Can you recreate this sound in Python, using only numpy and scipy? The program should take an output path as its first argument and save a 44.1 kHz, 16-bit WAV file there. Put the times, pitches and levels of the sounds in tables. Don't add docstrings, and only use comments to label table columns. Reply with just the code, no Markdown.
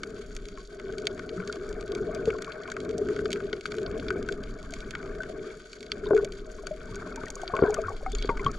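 import sys
import numpy as np
from scipy import signal
from scipy.io import wavfile

SR = 44100
rng = np.random.default_rng(int(sys.argv[2]) if len(sys.argv) > 2 else 0)


def volts_from_db(level):
    exponent = np.asarray(level, float) / 20
    return 10 ** exponent


def to_wav(s):
    ch = np.atleast_2d(s).T
    pcm = np.round(np.clip(ch, -1, 1) * 32767)
    wavfile.write(sys.argv[1], SR, pcm.astype(np.int16))


N = 378378
OPPOSED = np.array([[1], [-1]])


def band(x, low_hz, high_hz):
    return signal.sosfilt(signal.butter(3, [low_hz, high_hz], "band", fs=SR, output="sos"), x)


# (pitch [Hz], width [Hz], level [dB], left minus right [dB], left lead [rad])
CASE_MODES = [(243, 414, -16.5, 5.5, -0.27), (402.8, 55.5, 7, 0.5, 0.21), (442.4, 75.3, 1, 1.5, 0.63),
              (620, 28.7, -11, 6.5, -0.76), (1243, 316, -23.5, -6, 0.45), (1509, 102, -13, 4.5, 0.75),
              (1900, 133, -24.5, 1, -1.5), (2230, 152, -23, 1, 0.23), (3333, 456, -26.5, -1.5, -1.16),
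              (4507, 544, -26, -6, 0.18), (4776, 377, -24, -2, 0.76), (5650, 790, -35, -2.5, 0.15),
              (6850, 446, -29, 0.5, 0.55), (9570, 2000, -44, 4.5, -0.5), (12600, 1400, -64, -8, 0),
              (13800, 1500, -72, 3, 6)]


def case(low_hz, high_hz):
    t = np.arange(4096) / SR
    side = OPPOSED / 2
    out = np.zeros((2, len(t)))
    for k, (hz, width_hz, level_db, pan_db, lead_rad) in enumerate(CASE_MODES):
        gain = (-1) ** k * width_hz * volts_from_db(level_db + pan_db * side)
        decay = np.exp(-np.pi * width_hz * t)
        out += gain * decay * np.sin(2 * np.pi * hz * t + lead_rad * side)
    return band(out, low_hz, high_hz)


def through(x, response):
    return signal.oaconvolve(np.atleast_2d(x), response, axes=1)[:, :N]


def drift(rate_hz):
    r = np.exp(-2 * np.pi * rate_hz * 32 / SR)
    noise = rng.standard_normal(N // 32 + 2002)
    slow = signal.lfilter([1], [1, -2 * r, r * r], noise)[2000:]
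    return np.interp(np.arange(N) / 32, np.arange(len(slow)), slow / slow.std())


def swells(rows, rise_db_s, fall_db_s, floor_db):
    t = np.arange(0, N + 64, 64) / SR
    power = volts_from_db(2 * floor_db)
    for s, held_s, level_db in rows:
        before_s = np.maximum(s - t, 0)
        after_s = np.maximum(t - s - held_s, 0)
        power = power + volts_from_db(2 * (level_db - rise_db_s * before_s - fall_db_s * after_s))
    return np.interp(np.arange(N) / SR, t, 10 * np.log10(power))


def clicks(times, level_db):
    out = np.full(N, 1e-18)
    np.add.at(out, (np.asarray(times) * SR).astype(int), volts_from_db(level_db))
    return out


def crack(train, tail_s, tail_db):
    r = np.exp(-1 / (tail_s * SR))
    scatter = signal.lfilter([1], [1, -r], np.abs(train)) * rng.standard_normal(N)
    return train + volts_from_db(tail_db) * scatter


def struck(events, parts, tail_s, tail_db, slant):
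    times, *levels = np.transpose(events)
    lean = np.interp(np.arange(N) / SR, times, rng.uniform(-0.94, 1, len(times)))
    out = 0
    for level_db, (low_hz, high_hz, trim_db) in zip(levels, parts):
        response = case(low_hz, high_hz)
        blows = crack(clicks(times, level_db + trim_db), tail_s, tail_db)
        out = out + through(blows, response / np.abs(response).max())
    return out * (1 + slant * lean * OPPOSED)


# (time [s], half width [s], depth [dB])
LULLS = [
    (.665, .03, -7),
    (3.625, .035, -11),
    (5.68, .05, -6),
]


def lull_level():
    t = np.arange(N) / SR
    return sum(depth_db * np.exp(-((t - s) / half_s) ** 2) for s, half_s, depth_db in LULLS)


# (full speed [s], held [s], drag [dB], froth [dB], wash [dB])
STROKES = [(0.0, 0.18, -43, -55.5, -46), (.3, 0.23, -50, -79, -48.5), (.9, 0.64, -39, -50, -44.5),
           (1.55, 0.33, -41.5, -50.5, -50), (1.94, 0.37, -34, -47, -40.5), (2.45, 0.33, -55, -46.5, -54.5),
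           (2.87, 0.48, -33, -50.5, -39.5), (3.42, .14, -39, -54, -46), (3.7, .1, -40, -56, -47),
           (3.9, 0.33, -34, -47.5, -38), (4.4, 0.7, -72, -51, -45.5), (5.05, 0.43, -41, -51, -47),
           (6.0, 0.24, -40.5, -52, -44), (6.45, .2, -45, -60, -52), (6.9, 0.32, -45.5, -48.5, -44),
           (7.63, 0.017, -37, -37.5, -44), (7.72, 0.14, -43.5, -47.5, -48), (8.15, 0.14, -69, -51.5, -46),
           (8.46, 0.0065, -41, -46, -39)]


def stroke_levels():
    strokes = np.array(STROKES)
    drag_db = swells(strokes[:, [0, 1, 2]], 49, 64.5, -50)
    froth_db = swells(strokes[:, [0, 1, 3]], 53, 73, -64.5)
    wash_db = swells(strokes[:, [0, 1, 4]], 59, 59, -59)
    return drag_db, froth_db, wash_db


def drag(level_db, low_hz, high_hz, lumpy_db, lump_rate_hz, apart):
    response = case(low_hz, high_hz)
    response = response / np.sqrt(np.sum(response.mean(0) ** 2))
    push = volts_from_db(level_db + lumpy_db * drift(lump_rate_hz)) * rng.standard_normal((2, N))
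    return through(push[0], response) + apart * through(push[1], response) * OPPOSED


def flow(drag_db, froth_db):
    hum = drag(drag_db - 0.7, 299, 550, lumpy_db=1.6, lump_rate_hz=9, apart=0.04)
    mid_db = 0.58 * drag_db + 0.38 * froth_db - 9.0
    mid_hum = drag(mid_db, 541, 729, lumpy_db=3.5, lump_rate_hz=20.7, apart=0.075)
    hiss = drag(froth_db - 7.0, 780, 1630, lumpy_db=4.5, lump_rate_hz=22, apart=0.11)
    return hum + mid_hum + hiss


def bubbles(level_db, low_hz, high_hz, per_s, cycles, direct):
    sizes = volts_from_db(3.5 * np.minimum(rng.exponential(1, N), 3))
    sizes = sizes * (rng.random(N) < per_s * volts_from_db(2.5 * drift(9)) / SR)
    dealt = rng.integers(0, 16, N)
    out = 0
    for k, hz in enumerate(np.geomspace(low_hz, high_hz, 16)):
        r = volts_from_db(-60 * hz / (cycles * SR))
        w = 2 * np.pi * hz / SR
        ring = [1, -2 * r * np.cos(w), r * r]
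        out = out + signal.lfilter([0, np.sin(w)], ring, sizes * (dealt == k) + 1e-18)
    out = band(out, 0.62 * low_hz, 1.07 * high_hz)
    heard = through(out, case(0.74 * low_hz, 1.2 * high_hz))
    heard = heard / heard.std() + direct * out / out.std() * volts_from_db(2.2 * OPPOSED)
    return volts_from_db(level_db) * heard


def gurgle(froth_db):
    return bubbles(froth_db - 3.5, 1094, 2540, per_s=300, cycles=51, direct=0.36)


# (time [s], held [s], level [dB])
HEAVE = [
    (0.28, .05, -42),
    (1.7, 0.13, -43),
    (3.11, 0.037, -46.5),
    (3.9, 0.054, -43.5),
    (4.44, .05, -38),
    (6.04, 1.9, -44),
    (8.12, 0.027, -32),
]


def heave_level():
    return swells(HEAVE, 69, 14, -58.5)


# (pitch [Hz], level [dB])
WASH = [(30, 0), (70, -9), (130, -9), (230, -2.5)]


def heave_and_wash(heave_db, wash_db):
    out = 0
    edges_hz = [(12, 42), (42, 100), (100, 170), (170, 300)]
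    for (low_hz, high_hz), (_, trim_db) in zip(edges_hz, WASH):
        mid, side = band(rng.standard_normal((2, N + SR)), low_hz, high_hz)[:, SR:]
        level_db = heave_db if low_hz < 30 else wash_db
        gain = volts_from_db(level_db + trim_db + 0.88 * drift(12.0)) / mid.std()
        out = out + gain * (mid + 0.085 * side * OPPOSED)
    return out * volts_from_db(0.35 * OPPOSED)


def reef():
    far = 0
    for low_hz, high_hz in [(1400, 3600), (2900, 5600), (5000, 21000), (4200, 8000)]:
        sizes = volts_from_db(5.5 * np.minimum(rng.exponential(1, N), 2.4)) * rng.choice([-1, 1], N)
        train = sizes * (rng.random(N) < 220 / 4 * volts_from_db(3 * drift(3)) / SR)
        far = far + band(crack(train, tail_s=0.0027, tail_db=-16.5), low_hz, high_hz)
    far = through(far, case(940, 17000))
    blur = drag(-60.5, 1140, 12000, lumpy_db=4.0, lump_rate_hz=27, apart=0.53)
    return volts_from_db(-59.5) * far / far.std() + blur


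# (time [s], middle level [dB], dull level [dB], bright level [dB])
SNAPS = [(0.0333, -23.5, -23, -42.5), (0.3649, -26.5, -36, -40), (1.0695, -12.5, -30, -32.5),
         (1.292, -26, -37, -60), (2.148, -31, -45, -39.5), (2.4214, -29.5, -25.5, -38),
         (2.5202, -26.5, -31, -67), (2.7172, -29, -25, -39), (2.9807, -35, -46, -37.5),
         (3.256, -23, -22, -52), (3.3293, -16, -40, -31), (3.5292, -21, -23, -48),
         (3.6551, -21, -19.5, -43.5), (3.7189, -24, -28, -45), (3.7833, -28, -26, -50),
         (3.8626, -24.5, -28.5, -64), (4.0831, -20, -29, -57), (4.7371, -25.5, -52, -36.5),
         (4.9511, -27, -18.5, -48), (5.9178, -13, -26, -39), (6.2467, -27, -34, -35),
         (6.6687, -24, -29, -35.5), (7.1591, -32.5, -35, -38.5), (7.3028, -33, -57, -33.5),
         (7.3545, -59.5, -65.5, -37), (7.4774, -21.5, -33, -54), (7.7427, -27, -23.5, -30.5),
         (8.1506, -24.5, -35, -42.5), (8.2243, -21, -36, -42.5)]
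# (time [s], level [dB], bright level [dB])
FAINT = [(0.104, -45, -51), (0.3505, -41.5, -45), (0.4408, -46, -62), (0.4544, -35, -50), (1.02, -40, -51),
         (1.6904, -43, -47), (1.8098, -34, -45), (1.8786, -34, -53), (2.634, -34, -61), (2.85, -36, -53),
         (2.9098, -35, -49), (3.0565, -40, -64), (3.4366, -39, -72), (3.468, -37, -67), (3.497, -39, -59),
         (3.5673, -38, -63), (3.6618, -30, -42), (3.7514, -46, -54), (3.767, -38, -49.5),
         (3.8167, -38, -54), (3.83, -38, -51), (3.913, -37, -54), (3.9978, -30, -59), (4.4363, -33, -53),
         (4.6284, -39, -51), (4.707, -40, -44.5), (5.15, -40, -61), (5.2208, -39, -59), (5.8636, -34, -52),
         (6.0563, -33.5, -56), (6.1484, -33.5, -49), (6.395, -41, -70), (6.516, -49, -47.5),
         (6.8568, -50, -53), (6.9564, -38, -40.5), (7.2573, -40, -44.5), (7.4165, -36, -43),
         (7.5518, -36, -52), (7.662, -40, -55), (7.7054, -42, -41), (7.8166, -38, -46),
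         (7.8934, -57, -46.5), (7.9658, -40, -52), (8.101, -43, -55), (8.119, -33, -40), (8.1843, -35, -45),
         (8.256, -40, -48.5), (8.446, -33, -49), (8.515, -41, -43.5)]
# (time [s], level [dB])
POPS = [(0.1645, -34.5), (0.5738, -32.5), (0.7974, -27.5), (1.1774, -30.5), (1.193, -24.5), (1.4007, -32),
        (1.8258, -32.5), (2.3032, -24), (2.385, -29.5), (2.6763, -28), (2.766, -23.5), (3.0864, -25),
        (3.1627, -25), (3.1901, -27), (3.3583, -28.5), (3.4029, -29.5), (3.7414, -30), (4.1041, -19),
        (4.2877, -18), (5.0275, -30.5), (5.233, -26), (6.0686, -36), (6.1654, -25), (6.1758, -23.5),
        (7.5657, -20), (8.372, -24), (8.4637, -24)]
# (time [s], level [dB])
TICKS = [(0.4853, -33), (0.9238, -37), (0.9822, -27), (1.054, -37), (1.475, -29), (1.5256, -26),
         (1.5574, -33), (1.7275, -36), (1.9193, -32), (1.95, -26.5), (2.2558, -30.5), (2.4454, -31.5),
         (2.7008, -32), (2.8027, -33), (2.8918, -35), (3.3049, -27.5), (3.3174, -27), (3.6097, -32.5),
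         (3.9769, -37), (4.2268, -34), (4.3231, -26), (4.722, -40), (4.8047, -33), (4.9077, -24.5),
         (5.7309, -31.5), (5.8062, -35), (5.8283, -32.5), (6.3215, -31.5), (6.9456, -37), (7.2826, -32.5),
         (8.2741, -40)]


def all_snaps():
    pop_db, tick_db = np.array([-10, 1, -25.5]), np.array([1.5, -10, -15])
    pops = [(s, *(db + pop_db)) for s, db in POPS]
    ticks = [(s, *(db + tick_db)) for s, db in TICKS]
    faint = [(s, db, db - 14, bright_db) for s, db, bright_db in FAINT]
    return np.array(sorted(SNAPS + pops + ticks + faint))


def shrimp():
    snaps = all_snaps()
    parts = [(2095, 4900, -3.0), (1127, 2880, -3.0), (5330, 9160, 6.0)]
    near = struck(snaps, parts, tail_s=0.0029, tail_db=-17.5, slant=0.25)
    edge = clicks(snaps[:, 0], snaps[:, 3] - 2.5)
    left, right = [band(crack(edge, tail_s=0.0025, tail_db=-8.5), 7900, 15300) for port in range(2)]
    return near + [left, 0.7 * np.roll(right, 1)]


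# (time [s], level [dB])
THROBS = [(0.186, -34), (0.85, -29), (1.11, -31), (1.153, -33), (1.307, -29), (1.623, -31), (1.882, -27),
          (1.999, -22), (2.066, -23), (2.125, -23), (2.164, -24), (2.221, -24), (2.778, -28), (2.864, -22),
          (2.887, -24), (2.921, -22), (2.977, -22), (3.009, -17), (3.065, -21), (3.112, -21), (3.183, -25),
          (3.246, -22), (3.294, -24), (3.771, -25), (3.819, -26), (3.979, -29), (4.227, -29), (4.544, -37),
          (5.021, -32)]
# (time [s], level [dB], pitch [Hz])
SURGES = [(1.04, -26, 407), (1.709, -27.5, 420), (2.837, -29, 410), (3.447, -27, 393), (4.109, -19, 410),
          (4.87, -31.5, 383), (6.035, -27, 420), (6.064, -21.5, 396), (6.078, -24, 396),
          (6.117, -10.5, 398), (6.145, -8.5, 431), (6.156, -9.5, 418), (6.181, -13.5, 420),
          (6.206, -24, 415), (6.226, -17.5, 435), (7.655, -26, 430), (7.681, -14, 434), (7.7, -17.5, 440),
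          (7.719, -19.5, 446), (7.782, -20, 436), (7.8, -23, 458), (7.82, -29, 443), (7.93, -29.5, 460),
          (8.136, -27.5, 422), (8.407, -27.5, 415)]


def surges():
    rows = SURGES + [(s + 0.005, db - 2.5, 408) for s, db in THROBS]
    t = np.arange(SR // 20) / SR
    shape = np.exp(-((t - 0.006) / 0.0069) ** 2)
    pushes = np.zeros(N + SR)
    for s, level_db, hz in rows:
        at = int((s - 0.006) * SR)
        pushes[at:at + len(t)] += volts_from_db(level_db - 1.0) * np.sin(2 * np.pi * hz * t) * shape
    response = case(180, 870)
    reference = through(np.sin(2 * np.pi * 412 * t) * shape, response)
    return through(pushes, response) / np.abs(reference).max()


def ringing_air(table, pan_db, lag_s):
    t = np.arange(SR // 4) / SR
    out = np.zeros((2, N + SR))
    wobbles = rng.uniform(0, 1, (len(table), 2))
    for (s, level_db, hz, t60_s, *glide), (speed, start) in zip(table, wobbles):
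        wobble = 1 + 0.25 * np.sin(2 * np.pi * ((40 + 50 * speed) * t + start))
        sine = np.sin(2 * np.pi * hz * (t + (0.27 + sum(glide) / 2) * t ** 2))
        decay = volts_from_db(level_db + 2.5 - 60 * t / max(t60_s, 0.01))
        attack = 1 - np.exp(-t * hz / 1.6)
        tone = sine * decay * attack * wobble
        late = np.interp(t - lag_s, t, tone)
        at = int(s * SR)
        out[:, at:at + len(t)] += [tone * volts_from_db(pan_db), late * volts_from_db(-pan_db)]
    return out[:, :N]


# (time [s], level [dB], pitch [Hz], t60 [s], optional glide [1/s])
GULPS = [(0.576, -43.5, 1080, 0.12), (2.09, -28, 627, 0.063), (2.478, -31.5, 1120, 0.048),
         (2.683, -35, 1050, 0.047), (4.726, -34, 645, 0.077), (6.106, -14, 610, 0.04),
         (6.249, -40.5, 653, 0.11), (6.709, -26.5, 611, 0.13), (7.122, -27, 1350, 0.021),
         (7.174, -35.5, 915, 0.08), (7.236, -25.5, 1180, 0.022), (7.434, -17, 710, 0.019),
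         (7.497, -32, 700, 0.082), (7.537, -20.5, 1065, 0.075), (7.649, -21.5, 683, 0.045),
         (7.697, -21, 790, 0.027), (7.785, -20, 636, 0.072), (7.883, -24.5, 1123, 0.057),
         (8.03, -26, 564, 0.022), (8.062, -26.5, 753, 0.1), (8.291, -15, 1133, 0.039),
         (8.3, -25, 950, 0.11, -1.6), (8.394, -32, 1080, 0.06, -4), (8.464, -14.5, 1114, 0.061)]


def gulps():
    return ringing_air(GULPS, pan_db=2.0, lag_s=0.00006)


# (time [s], level [dB], pitch [Hz], t60 [s])
BUMPS = [
    (1.375, -26.5, 182.3, 0.18),
    (2.2745, -8, 438, 0.063),
    (5.8, -42, 233, 0.186),
    (6.7, -36.5, 177, 0.11),
    (6.912, -22.5, 111, 0.052),
    (7.84, -30, 90.5, 0.28),
    (8.452, -22.5, 134, 0.11),
]


def bumps():
    return ringing_air(BUMPS, pan_db=1.0, lag_s=0.00003)


# (time [s], level [dB], pitch [Hz], t60 [s])
BLIPS = [(1.3775, -38, 1280, 0.034), (1.4272, -31, 1400, 0.032), (1.4974, -28, 1415, 0.036),
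         (1.8093, -42, 1220, 0.083), (4.9378, -27.5, 1520, 0.027), (5.2037, -28.5, 1516, 0.1),
         (6.1814, -28.5, 1454, 0.082), (6.8146, -34, 1430, 0.019), (6.9631, -30.5, 1496, 0.033),
         (7.0439, -48, 1420, 0.034), (7.2664, -35.5, 1860, 0.032), (7.8385, -28, 1340, 0.035),
         (8.0627, -21, 1264, 0.021), (8.2142, -36, 1410, 0.017), (8.4933, -26, 1290, 0.024)]


def blips():
    return ringing_air(BLIPS, pan_db=2.0, lag_s=0.00004)


# (time [s], ring level [dB], thud level [dB], rattle level [dB])
KNOCKS = [(2.278, -31, -26, -43), (3.531, -22.5, -40, -21), (4.158, -22, -46, -52), (6.107, -14, -31, -30),
          (6.132, -12, -31, -42), (7.234, -25, -38.5, -23.5), (7.436, -43, -51, -38),
          (7.536, -26, -32, -32), (7.59, -19, -37, -18.5), (7.622, -0.5, -20.5, -32), (7.635, -8, -25, -16),
          (8.245, -20.5, -41, -22.5), (8.291, -16.5, -27, -13), (8.46, -32, -32, -30)]


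def knocks():
    times, ring_db, thud_db, rattle_db = np.transpose(KNOCKS)
    t = np.arange(4096) / SR
    wall = 9 * np.sin(2 * np.pi * 490 * t) * np.exp(-t / 0.025) * volts_from_db(1.5 * OPPOSED)
    damped = (case(68, 1460) + wall) * np.exp(-t / 0.013)
    damped = signal.lfilter(*signal.butter(2, 1150, fs=SR), damped)
    ring_db = np.minimum(ring_db, -6.5)
    rung = through(clicks(times, ring_db + 0.18), damped / np.abs(damped).max())
    rattle_rows = np.transpose([times, rattle_db])
    rattle = struck(rattle_rows, [(696, 2550, -6.0)], tail_s=0.0052, tail_db=-30.0, slant=0.043)
    squeeze = band(np.eye(1, 4096)[0], 44, 380)
    thud = through(clicks(times, thud_db + 6.0), np.array([squeeze, squeeze]) / squeeze.max())
    return rung + rattle + thud


def slosh_level():
    return swells([(s, 0, thud_db - 18) for s, _, thud_db, _ in KNOCKS], 900, 185, -89.5)


# (time [s], level [dB], pitch [Hz], t60 [s], glide [1/s])
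PLOPS = [(2.3, -51, 1380, 0.034, -13), (2.33, -33, 1440, 0.057, -5), (2.35, -33, 1090, .04, -2),
         (2.655, -34, 1440, .04, 0), (6.062, -35, 1020, 0.029, 0), (6.085, -36, 1500, .03, 2),
         (6.107, -29, 1500, 0.05, -4), (6.107, -22, 1020, 0.022, 3), (6.133, -23, 730, 0.039, -1),
         (6.172, -35, 1480, .04, 2), (6.235, -31, 650, 0.069, -10), (6.585, -42, 1060, 0.054, 5),
         (6.635, -34, 630, 0.069, -2), (6.888, -44, 900, .04, 0), (7.06, -35, 615, 0.067, -1),
         (7.062, -39, 1520, .06, 0), (7.07, -40, 1040, .04, 4), (7.213, -33, 1440, .03, -2),
         (7.366, -30, 1140, .02, 0), (7.396, -38, 1540, 0.072, -1), (7.452, -42, 1500, .05, -2.5),
         (7.55, -32, 643, 0.14, -0.5), (7.578, -32, 650, 0.091, -0.5), (7.588, -26, 1080, 0.044, 5),
         (7.623, -21, 1400, 0.035, -1), (7.635, -27, 1120, 0.073, -6.5), (7.647, -33.5, 1550, 0.097, 1),
         (7.669, -24, 1000, 0.027, -1), (7.747, -29.5, 1463, 0.054, 1), (7.768, -27, 1175, 0.065, 3),
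         (7.858, -29, 1400, .05, 0.5), (8.009, -38, 755, 0.028, 0), (8.296, -33, 2210, .04, -7.5),
         (8.297, -34, 1544, 0.023, -1), (8.368, -35, 1290, .03, 2), (8.397, -42, 2400, 0.062, -5),
         (8.44, -30.5, 1414, 0.06, -2.5), (8.551, -42, 1300, .03, 0)]


def plops():
    return ringing_air(PLOPS, pan_db=2.5, lag_s=0.00005)


# (time [s], level [dB], pitch [Hz], t60 [s])
SQUEAKS = [(5.505, -40.5, 2230, 0.027), (6.068, -36.5, 3680, 0.023), (8.062, -36, 2160, 0.035),
           (8.13, -34.5, 3500, 0.018), (8.15, -30, 6850, 0.022), (8.185, -33, 4540, 0.031),
           (8.19, -44, 2230, 0.11), (8.236, -37, 3340, 0.035), (8.256, -38, 4470, 0.025),
           (8.292, -33, 2390, 0.025), (8.395, -30, 2090, 0.022), (8.463, -22, 3200, 0.018)]


def squeaks():
    return ringing_air(SQUEAKS, pan_db=1.8, lag_s=0.00002)


# (time [s], held [s], level [dB])
SPLASHES = [
    (6.11, 0.11, -46),
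    (6.95, .45, -58),
    (7.55, 0.15, -43.5),
    (7.74, 0.19, -46),
    (8.295, 0.0031, -41.5),
    (8.4, 0.1, -57),
]


def splashes():
    level_db = swells(SPLASHES, 505, 282, -88)
    return bubbles(level_db, 524.4, 1671, per_s=140, cycles=30, direct=1.0)


# (time [s], held [s], level [dB])
FLURRY = [
    (7.6, 0.11, -59),
    (8.11, .02, -53),
    (8.19, 0.052, -52.5),
    (8.27, .005, -49.5),
]


def flurry():
    level_db = swells(FLURRY, 505, 450, -110)
    return bubbles(level_db, 3230, 5000, per_s=380, cycles=77, direct=0.2)


def scene():
    drag_db, froth_db, wash_db = stroke_levels()
    wash_db = 10 * np.log10(volts_from_db(2 * wash_db) + volts_from_db(2 * slosh_level()))
    lull_db = lull_level()
    drag_db, froth_db, wash_db = drag_db + lull_db, froth_db + lull_db, wash_db + lull_db
    water = flow(drag_db, froth_db) + heave_and_wash(heave_level(), wash_db) + surges()
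    air = gurgle(froth_db) + gulps() + bumps() + blips() + plops() + squeaks() + splashes() + flurry()
    return water + reef() + shrimp() + air + knocks()


def low_pass(x):
    return signal.sosfilt(signal.butter(12, 15350, fs=SR, output="sos"), x)


def record(dry):
    return low_pass(dry)


dry = scene()
out = record(dry)
to_wav(out)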